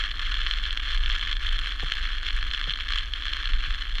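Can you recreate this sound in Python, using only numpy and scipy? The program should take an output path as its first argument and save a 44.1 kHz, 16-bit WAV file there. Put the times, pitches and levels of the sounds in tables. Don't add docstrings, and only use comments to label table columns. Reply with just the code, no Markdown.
import sys
import numpy as np
from scipy.fft import rfft, irfft, next_fast_len
from scipy.io import wavfile
from scipy.ndimage import uniform_filter1d, map_coordinates

SR = 44100
rng = np.random.default_rng(int(sys.argv[2]) if len(sys.argv) > 2 else 0)


def pcm_store(signal):
    levels = np.round(np.clip(np.atleast_2d(signal), -1, 1) * 32767)
    wavfile.write(sys.argv[1], SR, levels.astype(np.int16).T)


N = 176400

# f/Hz, relative level/dB
FLOOR_SPECTRUM = [(100, 10), (138, 8), (190, 2), (300, 2), (500, -4.5), (900, -4), (3000, -11.5),
                  (9000, -22), (14000, -29), (15400, -38)]
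# t/s, level/dB
SWAY_LEVEL = [(0.0, -30), (0.15, -34.5), (0.25, -26.5), (0.89, -32), (0.97, -21), (1.11, -24), (1.21, -33),
              (1.55, -24.5), (1.68, -33), (2.05, -27.5), (2.3, -32.5), (2.36, -22.5), (2.45, -28.5),
              (2.74, -36), (2.98, -28), (3.08, -35.5), (3.46, -32.5), (3.54, -17), (3.64, -30.5),
              (3.74, -23), (3.84, -37), (3.99, -23)]
# f/Hz, relative level/dB
SWAY_SPECTRUM = [(8, -27.5), (17, -11.5), (24, 5), (33, -10), (45, -22.5), (100, -76), (400, -130)]
# f/Hz, relative level/dB
SHUDDER_SPECTRUM = [(20, -23.5), (33, -1.5), (46, 2.5), (57, -8.5), (72, -16.5), (100, -33), (190, -56.5),
                    (1200, -130)]
# t/s, level/dB, tilt towards the higher modes/(dB per octave)
MOUNT_KNOCKS = [(1.827, -31.5, 0), (2.675, -34, -3), (3.668, -39, -18)]
# f/Hz, relative level/dB, t60/s
MOUNT_MODES = [(130.6, -1.5, 0.094), (278.5, -9.5, 0.079), (385, -5, 0.032), (490, -4, 0.037),
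               (680, -4.5, 0.021), (795, -2.5, 0.023)]
# f/Hz, gain/dB
CASE_RESPONSE = [(150, -35), (400, -27.5), (650, -31.5), (880, -29.5), (1150, -9), (1500, -6.5), (1740, 0),
                 (1900, -7.5), (2300, -7), (2460, -12.5), (2620, -7.5), (2900, -6), (3150, 1), (3380, 1),
                 (3650, -9), (3790, -21), (4120, -5.5), (4550, -18.5), (4830, -29), (5150, -21.5),
                 (5900, -28.5), (6150, -25), (6550, -35.5), (7000, -27.5), (7550, -43.5), (8300, -37.5),
                 (10000, -51.5), (13000, -54), (14000, -49), (15200, -68)]
# f/Hz, relative level/dB
TWIST_SPECTRUM = [(700, -40), (1250, -7), (2300, 9), (3400, -2), (10000, -65)]
# f/Hz, share of the brightness
BRIGHTNESS_SHARE = [(1500, -0.57), (3400, 0.92), (7000, 0.15)]
# t/s, relative level/dB, brightness/dB, sharp top/dB
ICE_CHIPS = [(0.039, -28, 7, 0), (0.114, -26, 4, -19), (0.1942, -27, -0.5, -2), (0.3421, -23.5, 0.5, 1),
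             (0.3708, -29, 6, -4), (0.416, -25, 5, -9), (0.4648, -22, 0, -8), (0.47, -22, 1, -17),
             (0.511, -18.5, 4, -1), (0.5364, -22.5, 4, -3), (0.6381, -25, 8, -3), (0.6537, -24.5, 8, -19),
             (0.707, -22.5, 15, -13), (0.7288, -27, 1.5, 14), (0.7738, -22, 4, 5), (0.947, -30.5, 0, 15),
             (0.975, -26, 7, -3), (1.0364, -26.5, 2, 1), (1.0601, -22.5, 9, -11), (1.1, -22.5, -1, -8),
             (1.1169, -23.5, 6.5, -6), (1.1615, -26, 0, -10), (1.2115, -24.5, 11, -2),
             (1.2355, -28.5, 9, 8), (1.314, -24, 5, 3), (1.328, -22, 5.5, 4), (1.3674, -25.5, 4, -1),
             (1.467, -23, 14, 15), (1.4903, -25, 12, 9), (1.5283, -27.5, 9, 13), (1.59, -24, 3, 11),
             (1.597, -36.5, 0, 24), (1.7214, -27, 7, 10), (1.797, -26.5, -3, -7), (1.8636, -30.5, -7, 9),
             (1.9207, -18, 0, 7), (1.937, -28, 7, 13), (1.9694, -27.5, -2, 0), (2.027, -29, 5, 0),
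             (2.183, -28.5, 3, 2), (2.2661, -24.5, 5.5, 7), (2.2866, -23, 4, -7), (2.3059, -25, 1, -22),
             (2.4278, -24, -1.5, -12), (2.5127, -25, 4, -7), (2.5365, -23.5, 2, -6), (2.5468, -24, 10, -9),
             (2.5766, -27.5, 4, 0), (2.6135, -24.5, -0.5, -4), (2.6404, -25, 8, -19),
             (2.6956, -22.5, 7, -14), (2.706, -23.5, 8, -5), (2.7365, -22.5, 9, -23), (2.759, -29, -1, 0),
             (2.8068, -25, 1, -16), (2.8878, -25, 6, 1), (2.905, -25, -1, 5), (2.923, -24, 2, 4),
             (2.9351, -23, 4, 0), (2.9575, -26.5, 2, 9), (2.9852, -20.5, 7, 10), (3.136, -21.5, 7, -1),
             (3.2226, -27, 3, -6), (3.2546, -26, -1.5, 5), (3.2672, -26.5, 2, -4), (3.2815, -24.5, 5, -4),
             (3.3341, -20.5, 3.5, 3), (3.368, -27, -2, 7), (3.456, -23.5, 9, -17), (3.474, -27.5, 3, -7),
             (3.5347, -25.5, 1, -14), (3.6393, -28, -5, -12), (3.7071, -28, -1, 2), (3.7467, -29, 0, 4),
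             (3.954, -27, 5, 12), (3.9837, -26, -1, -7)]
# t/s, relative level/dB
ROLL_LEVEL = [(0.0, -30), (0.09, -35), (0.14, -38.5), (0.22, -33.5), (0.47, -35), (0.525, -36),
              (0.59, -34.5), (0.63, -36), (0.67, -32.5), (0.74, -38.5), (0.91, -30.5), (0.96, -33),
              (1.0, -39), (1.15, -30), (1.22, -35), (1.28, -31), (1.38, -43.5), (1.42, -34), (1.51, -32),
              (1.6, -36.5), (1.68, -31.5), (1.77, -41.5), (1.82, -34), (1.91, -35.5), (2.11, -34),
              (2.2, -37), (2.27, -33), (2.33, -37), (2.38, -33), (2.415, -38.5), (2.45, -34.5),
              (2.5, -37.5), (2.6, -32.5), (2.64, -38), (2.71, -32.5), (2.76, -38), (2.82, -35), (2.88, -37),
              (2.97, -32), (3.05, -37), (3.12, -45), (3.16, -37.5), (3.42, -34), (3.445, -37), (3.49, -35),
              (3.53, -38), (3.65, -35), (3.69, -38), (3.97, -38)]


def amp(db):
    return 10 ** (np.asarray(db) / 20)


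def unit(x):
    return x / np.sqrt(np.mean(x ** 2, axis=-1, keepdims=True) + 1e-20)


def along(points, hz):
    f, values = np.transpose(points)
    return np.interp(np.log(hz + 1), np.log(f + 1), values)


def curve(rows):
    return np.interp(np.arange(N) / SR, *np.transpose(rows))


def wobble(knots_per_s):
    knots = rng.standard_normal(int(N * knots_per_s / SR) + 4)
    return map_coordinates(knots, [np.arange(N) * knots_per_s / SR])


def filtered(x, response):
    size = next_fast_len(N + SR // 2)
    return irfft(rfft(x, size) * response(np.fft.rfftfreq(size, 1 / SR)), size)[:N]


def coloured(x, spectrum):
    return unit(filtered(x, lambda hz: amp(along(spectrum, hz))))


def causal(gain):
    cepstrum = irfft(np.log(np.maximum(gain, 1e-6)))
    half = cepstrum.shape[-1] // 2
    cepstrum[..., 1:half] *= 2
    cepstrum[..., half + 1:] = 0
    return np.exp(rfft(cepstrum))


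def add(track, s, sound):
    start = int(np.clip(round(s * SR), 0, N))
    track[start:start + len(sound)] += sound[:N - start]


def background(floor_db=-55, whine_hz=12468, whine_db=-84):
    floor = coloured(rng.standard_normal(N), FLOOR_SPECTRUM)
    whine = np.sqrt(2) * np.sin(2 * np.pi * whine_hz * np.arange(N) / SR)
    return amp(floor_db) * floor + amp(whine_db) * whine


def mount_hum(note_hz=288, half_width_hz=27, relative_db=-28.5):
    note = filtered(rng.standard_normal(N), lambda hz: 1 / (1 + ((hz - note_hz) / half_width_hz) ** 2))
    roll_db = uniform_filter1d(curve(ROLL_LEVEL), size=8820)
    return amp(roll_db + relative_db) * unit(note)


def shaking(spectrum, window=2205):
    vibration = coloured(rng.standard_normal(N), spectrum)
    power = uniform_filter1d(uniform_filter1d(vibration ** 2, window), window)
    return unit(vibration / np.sqrt(np.abs(power) + 1e-6))


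def pole_rumble(mean_shudder_db=-34, swell_share=0.54):
    sway_db = uniform_filter1d(curve(SWAY_LEVEL), size=1323)
    shudder_db = mean_shudder_db + swell_share * (sway_db - sway_db.mean())
    return amp(sway_db) * shaking(SWAY_SPECTRUM) + amp(shudder_db) * shaking(SHUDDER_SPECTRUM)


def mount_knocks(rise_cycles=1.4):
    track, t = np.zeros(N), np.arange(SR // 6) / SR
    lowest_hz = MOUNT_MODES[0][0]
    for s, db, tilt_db in MOUNT_KNOCKS:
        for hz, mode_db, t60 in MOUNT_MODES:
            rise_s = rise_cycles / hz
            envelope = np.minimum(t / rise_s, 1) ** 2 * amp(-60 * np.maximum(t - rise_s, 0) / t60)
            level_db = db + mode_db + tilt_db * np.log2(hz / lowest_hz)
            add(track, s, amp(level_db) * envelope * np.sin(2 * np.pi * (hz * t + rng.random())))
    return track


def tread_grit(grind_db=-3.5, rough_db=5, twist_s=3.648, twist_half_width_s=0.026, twist_db=-37):
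    grains = rng.standard_normal((2, N)) * amp(rough_db * wobble(knots_per_s=190))
    grind = amp(curve(ROLL_LEVEL) + grind_db) * coloured(grains[0], CASE_RESPONSE)
    twist = np.exp(-((np.arange(N) / SR - twist_s) / twist_half_width_s) ** 2)
    rasp = amp(twist_db) * twist * coloured(grains[1], TWIST_SPECTRUM)
    return grind + rasp


def bites(times, level_db, bright_db, top_db, crumble, crumble_t60_s, size=1024):
    t, hz = np.arange(size) / SR, np.fft.rfftfreq(size, 1 / SR)
    force = crumble * rng.standard_normal((len(times), size)) * amp(-60 * t / crumble_t60_s)
    force[:, 0] += 1
    brightness_db = np.outer(bright_db, along(BRIGHTNESS_SHARE, hz))
    edge_db = np.outer(top_db - 2.5, along([(5000, 0), (9000, 0.95)], hz))
    colour = causal(amp(along(CASE_RESPONSE, hz) + brightness_db + edge_db))
    resonance_hz, width_hz = 3200, 950
    build_up = np.exp(-2j * np.arctan2(hz * width_hz, resonance_hz ** 2 - hz ** 2))
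    clicks = unit(irfft(rfft(force) * colour * build_up))
    clicks *= np.sqrt(0.0036 * SR / size)
    track = np.zeros(N)
    for s, db, click in zip(times, level_db, clicks):
        add(track, s, amp(db) * click)
    return track


def ice_chips():
    times, db, bright_db, top_db = np.transpose(ICE_CHIPS)
    return bites(times, db - 1, bright_db, top_db, crumble=0.05, crumble_t60_s=0.012)


def rolling_studs(studs_per_s=210, scatter_s=0.0025, spread_db=3, ceiling_db=2.5):
    beat = np.arange(0, N / SR, 1 / studs_per_s)
    late, force, bright, top = rng.standard_normal((len(beat), 4)).T
    times = np.abs(beat + scatter_s * late)
    typical_db = np.interp(times, *np.transpose(ROLL_LEVEL)) - 0.91
    level_db = typical_db + np.minimum(spread_db * force, ceiling_db)
    return bites(times, level_db, bright_db=2.2 * bright - 0.5, top_db=5 * top,
                 crumble=0.28, crumble_t60_s=0.0083)


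def scene():
    mix = background() + pole_rumble() + mount_knocks()
    mix += ice_chips() + tread_grit() + mount_hum() + rolling_studs()
    return mix[None]


def record(dry, top_hz=15400):
    return filtered(dry[0], lambda hz: hz < top_hz)[None]


dry = scene()
out = record(dry)
pcm_store(out)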